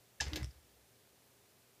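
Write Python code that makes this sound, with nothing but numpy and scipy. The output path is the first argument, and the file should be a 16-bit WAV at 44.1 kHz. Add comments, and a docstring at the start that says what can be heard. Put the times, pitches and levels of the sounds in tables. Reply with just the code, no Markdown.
"""Small mechanism working once

A brief buzz, a hard clack, a rattle and a second pair of clacks sound close by in a quiet room.
Clacks are showers of contacts ringing casing modes; knocks, ticks and squeaks are resonant noise bands.
The buzz, a low panel ring and the thuds of the support are decaying sines; sliding is coloured contacts.
Diffuse tails follow the sources, over steady coloured noise and a faint hum."""
import sys
import numpy as np
from scipy import signal
from scipy.fft import rfft, irfft
from scipy.io import wavfile

SR = 44100
rng = np.random.default_rng(int(sys.argv[2]) if len(sys.argv) > 2 else 0)


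def file_out(sig):
    """Save sig as 16-bit WAV at sys.argv[1]."""
    # one column per channel
    cols = np.atleast_2d(sig).T
    # limit, then scale
    lim = np.clip(cols, -1, 1)
    pcm = np.round(lim * 32767).astype(np.int16)
    wavfile.write(sys.argv[1], SR, pcm)


N = 79380  # samples


def undb(db):
    """Level to amplitude: 20 dB is a factor of ten."""
    return 10 ** (np.asarray(db) / 20)


def unit(x):
    """Normalisation to an rms of 1."""
    return x / np.sqrt(np.mean(x ** 2))


def since(start):
    """Elapsed time [s] since a moment, zero before it."""
    return np.maximum(np.arange(N) / SR - start, 0)


def fade(t, t60):
    """Exponential decay, falling 60 dB in t60 seconds."""
    return np.exp(-np.log(1000) * t / t60)


def envelope(start, attack, length, t60):
    """Linear rise from the start, then exponential decay from start + length onward."""
    rise = np.minimum(since(start) / attack, 1)
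    return rise * fade(since(start + length), t60)


def burst(x, shape):
    """Energy normalisation: a signal under an envelope carries the energy of that envelope."""
    shaped = x * shape
    return shaped * np.linalg.norm(shape) / np.linalg.norm(shaped)


def octaves(hz):
    """Logarithmic frequency: distance in octaves of every spectral bin from hz."""
    bins_hz = np.arange(N // 2 + 1) * SR / N
    return np.log2(np.maximum(bins_hz, 1) / hz)


def colour(x, points, tilt_db=0):
    """Spectral shaping by interpolated levels and a tilt per octave, at rms 1."""
    hz, db = np.array(points, float).T
    pos = octaves(hz[0])
    gain_db = np.interp(pos, np.log2(hz / hz[0]), db)
    gain_db += tilt_db * np.maximum(pos, 0)
    gain_db += 10 * np.minimum(pos, 0)  # 10 dB per octave roll-off below the first point
    return unit(irfft(rfft(x) * undb(gain_db), N))


def band(hz, width, skirt=0):
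    """Resonance: noise in a Gaussian band, width in octaves, over a flat skirt; rms 1."""
    response = np.exp(-.5 * (octaves(hz) / width) ** 2) + skirt
    return unit(irfft(rfft(rng.standard_normal(N)) * response, N))


CONTACTS_PER_S, CONTACT_SPREAD_DB = 5000, 2


def contacts():
    """Random impact process: dense tiny impulses of either sign and uneven strength."""
    hits = rng.random(N) < CONTACTS_PER_S / SR
    strength = undb(CONTACT_SPREAD_DB * rng.standard_normal(N))
    return hits * rng.choice([-1, 1], N) * strength


# spectrum of the room noise: (frequency [Hz], relative density [dB per Hz])
AIR_SPECTRUM = [(30, -28), (64, -9), (95, -8), (122, -4), (160, -8.5), (280, -8), (345, -10), (405, -3.5),
                (460, -9.5), (520, -7.5), (1030, -15.5), (2500, -16.5), (15000, -20)]
AIR_DB = -67
HUM_HZ, HUM_DB = 120, -80


def air():
    """Stationary noise: hiss and room murmur, with a faint mains hum as a pure tone."""
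    murmur = colour(rng.standard_normal(N), AIR_SPECTRUM)
    hum = unit(np.sin(2 * np.pi * HUM_HZ * since(0)))
    return undb(AIR_DB) * murmur + undb(HUM_DB) * hum


# modes of a panel: (frequency [Hz], level [dB])
PANEL_MODES = [(308, -45.5), (370, -62)]
PANEL_S, PANEL_ATTACK_S, PANEL_LENGTH_S, PANEL_T60_S = .316, 0.0082, 0.07, .13


def panel():
    """Modal vibration: low modes swell together under the second pair of clacks, then decay."""
    tone = sum(undb(db) * np.sin(2 * np.pi * hz * since(PANEL_S)) for hz, db in PANEL_MODES)
    return tone * envelope(PANEL_S, PANEL_ATTACK_S, PANEL_LENGTH_S, PANEL_T60_S)


# spectrum of the sliding: (frequency [Hz], relative density [dB per Hz])
SLIDE_SPECTRUM = [(200, 7.5), (600, 4), (1250, -3.5), (2000, 4), (3200, -7.5), (5000, -7.5), (8000, -16),
                  (15000, -24.5)]
SLIDE_S, SLIDE_LENGTH_S, SLIDE_T60_S, SLIDE_DB = 0.241, 0.18, 0.17, -55


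def sliding():
    """Friction noise: many small contacts make a soft scrape as parts move."""
    shape = envelope(SLIDE_S, 0.0072, SLIDE_LENGTH_S, SLIDE_T60_S)
    return undb(SLIDE_DB) * colour(contacts(), SLIDE_SPECTRUM) * shape


# squeaks of the settling parts: (time [s], length [s], level [dB], frequency [Hz])
SQUEAK_EVENTS = [(.433, 0.0041, -55, 5070), (0.438, 0.0039, -54.5, 5450), (0.446, 0.0072, -58.5, 5340),
                 (0.508, 0.0021, -62, 5000)]
SQUEAK_WIDTH_OCT, SQUEAK_T60_S = 0.12, 0.031


def squeaks():
    """Narrow-band friction: a small width in octaves gives noise a pitch as parts come to rest."""
    out = np.zeros(N)
    for start, length, db, hz in SQUEAK_EVENTS:
        shape = envelope(start, 0.0027, length, SQUEAK_T60_S)
        out += undb(db) * band(hz, SQUEAK_WIDTH_OCT) * shape
    return out


# thuds of the support:
# (time [s], level [dB], lower mode [Hz], rise [s], length [s], upper mode re lower [dB])
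THUD_EVENTS = [(0.2035, -42, 71.8, 0.0095, 0.0365, -8.5), (.262, -35.5, 71.3, 0.008, 0.0218, -11.5),
               (0.3296, -38, 68, 0.0039, 0.01, -8), (0.393, -44, 64, 0.0053, 0.027, -16),
               (0.4218, -37.5, 65.4, 0.0037, 0.026, -1.5), (0.4688, -44, 64, 0.0046, 0.021, -4),
               (.556, -58, 71.3, 0.0078, 0.036, -12)]
SUPPORT_T60_S, UPPER_RATIO, UPPER_T60_S = 0.12, 1.755, 0.032


def thuds():
    """Damped oscillation: each jolt shakes the support in two low modes, the upper dying sooner."""
    out = np.zeros(N)
    for start, db, hz, rise, length, upper_db in THUD_EVENTS:
        phase = 2 * np.pi * hz * since(start)
        lower = np.sin(phase) * envelope(start, rise, length, SUPPORT_T60_S)
        upper = np.cos(UPPER_RATIO * phase) * envelope(start, rise, length, UPPER_T60_S)
        out += undb(db) * (lower - undb(upper_db) * upper)
    return out


# hollow knocks of the casing: (time [s], level [dB])
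KNOCK_EVENTS = [(0.2114, -42), (0.373, -57)]
KNOCK_HZ, KNOCK_WIDTH_OCT, KNOCK_LENGTH_S, KNOCK_T60_S = 795, 0.28, 0.0064, 0.025


def knocks():
    """Resonance of the casing: a brief noise band gives a hollow note."""
    out = np.zeros(N)
    for start, db in KNOCK_EVENTS:
        shape = envelope(start, 0.0013, KNOCK_LENGTH_S, KNOCK_T60_S)
        out += undb(db) * burst(band(KNOCK_HZ, KNOCK_WIDTH_OCT), shape)
    return out


# dry ticks: (time [s], level [dB], centre [Hz], width [octaves], t60 [s])
TICK_EVENTS = [(.2083, -26.5, 5400, 0.27, 0.0035), (0.2085, -46, 10800, 0.1, .009),
               (0.2551, -43, 5170, 0.17, 0.0065), (0.2826, -42.5, 3800, 0.9, 0.0039),
               (0.3332, -33.5, 3900, 0.17, 0.01), (.3597, -31, 3230, 0.53, 0.0032),
               (0.4305, -40, 2600, 0.94, 0.0068), (0.4448, -38, 3060, 0.97, 0.0028),
               (0.4601, -54, 4530, .5, .005)]
TICK_SKIRT_DB = -32  # re the peak of the resonance


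def ticks():
    """Heavily damped impact: loose parts touch with hardly any ring."""
    out = np.zeros(N)
    for start, db, hz, width, t60 in TICK_EVENTS:
        shape = envelope(start, .0001, 0.00013, t60)
        out += undb(db) * burst(band(hz, width, undb(TICK_SKIRT_DB)), shape)
    return out


# overtones of the buzz: (frequency [Hz], level re the fundamental [dB])
BUZZ_OVERTONES = [(2670, -12), (4750, -17), (6250, -12.5)]
BUZZ_S, BUZZ_LENGTH_S, BUZZ_ATTACK_S, BUZZ_T60_S = .2008, 0.0082, 0.0036, .014
BUZZ_HZ, BUZZ_DB, BUZZ_RASP_DB = 1727, -34, -10.5


def buzz():
    """Tone and noise combined: a few milliseconds of raspy tone as the mechanism starts to move."""
    phase = 2 * np.pi * since(BUZZ_S)
    wave = np.sin(BUZZ_HZ * phase)
    wave += sum(undb(db) * np.sin(hz * phase) for hz, db in BUZZ_OVERTONES)
    # root two gives the fundamental an rms of 1
    tone = np.sqrt(2) * wave * envelope(BUZZ_S, BUZZ_ATTACK_S, BUZZ_LENGTH_S, BUZZ_T60_S)
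    rasp_shape = envelope(BUZZ_S, 0.00087, BUZZ_LENGTH_S, BUZZ_T60_S)
    rasp = burst(colour(contacts(), CLACK_SPECTRUM), rasp_shape)
    return undb(BUZZ_DB) * (tone + undb(BUZZ_RASP_DB) * rasp)


# clacks: (time [s], level [dB], treble tilt [dB per octave], casing ring before RING_DB [dB],
#          crack re clatter [dB], clatter t60 [s])
CLACK_EVENTS = [(.2081, -33, 4.5, 3.5, -37, 0.05), (.2148, -38, -1, 2.5, -27, 0.11),
                (0.2665, -45, -4.5, -15, -28, 0.089), (0.3334, -40.5, -3.5, -8, -17, 0.051),
                (0.358, -37.5, -1, 0.5, -8, 0.071), (0.3713, -36, -5, -13, -19, 0.03),
                (0.4065, -43.5, -16, -16, -20, 0.043)]
# modes of the casing: (frequency [Hz], relative level [dB])
CASING_MODES = [(768, -9.5), (1670, 1.5), (1918, -19), (2674, 2.5), (2800, -4), (3085, -5), (3320, -9),
                (3865, -4.5), (4445, -17), (4652, 0), (4820, -3.5), (5182, 0), (6163, -2), (6305, -4.5),
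                (7080, -5), (7435, -6)]
# spectrum of the contacts, before tilt: (frequency [Hz], relative density [dB per Hz])
CLACK_SPECTRUM = [(150, -7), (550, -1.5), (850, -6.5), (1250, -5), (1900, 1), (3000, 5), (5500, 4),
                  (7200, -3), (8300, -15.5), (11500, -23), (15000, -36)]
CRACK_HZ, CRACK_WIDTH_OCT = 13400, 1
RING_DB, RING_T60_S = -6, 0.087


def casing_ring():
    """Modal superposition: steady casing modes summed at random phases, rms 1."""
    ring = np.zeros(N)
    for hz, db in CASING_MODES:
        cycles = hz * since(0) + rng.random()
        ring += undb(db) * np.sin(2 * np.pi * cycles)
    return unit(ring)


def clacks():
    """Impact excitation: each clack is a shower of contacts with a bright crack, and rings the casing."""
    out = np.zeros(N)
    for start, db, tilt_db, ring_db, crack_db, t60 in CLACK_EVENTS:
        t = since(start)
        attack = np.minimum(t / 0.0008, 1)
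        clatter = colour(contacts(), CLACK_SPECTRUM, tilt_db)
        crack = undb(crack_db) * band(CRACK_HZ, CRACK_WIDTH_OCT)
        impact = burst(clatter + crack, attack * fade(t, t60))
        ring = burst(casing_ring(), attack * fade(t, RING_T60_S))
        out += undb(db) * (impact + undb(RING_DB + ring_db) * ring)
    return out


def room(x, t60, wet_db):
    """Reverberation: convolution with a diffuse, exponentially decaying noise tail."""
    tail = rng.standard_normal(N) * envelope(0.0061, 0.0012, .003, t60)
    tail /= np.linalg.norm(tail)
    return x + undb(wet_db) * signal.fftconvolve(x, tail)[:N]


ROOM_T60_S, ROOM_DB = 0.21, -11.5
LATE_T60_S, LATE_DB, BOOM_DB = 1.0, -23.5, -21  # the thuds share the late decay time


def scene():
    """Superposition: clicks die quickly in the room with a faint late tail, while the bass lingers."""
    clicks = panel() + sliding() + squeaks() + knocks() + ticks() + clacks()
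    near = room(clicks, ROOM_T60_S, ROOM_DB)
    bright = room(buzz() + near, LATE_T60_S, LATE_DB)
    bass = room(thuds(), LATE_T60_S, BOOM_DB)
    return (air() + bass + bright)[None]


TOP_HZ = 15400


def record(dry):
    """Band limitation: the recorder drops the deepest bass and cuts the top steeply."""
    high_pass = signal.butter(3, 40, "high", fs=SR, output="sos")
    low_pass = signal.ellip(10, .2, 70, TOP_HZ, fs=SR, output="sos")
    thin = signal.sosfiltfilt(high_pass, dry, padtype="even")  # forward and backward: zero phase
    return signal.sosfilt(low_pass, thin)


dry = scene()
out = record(dry)
file_out(out)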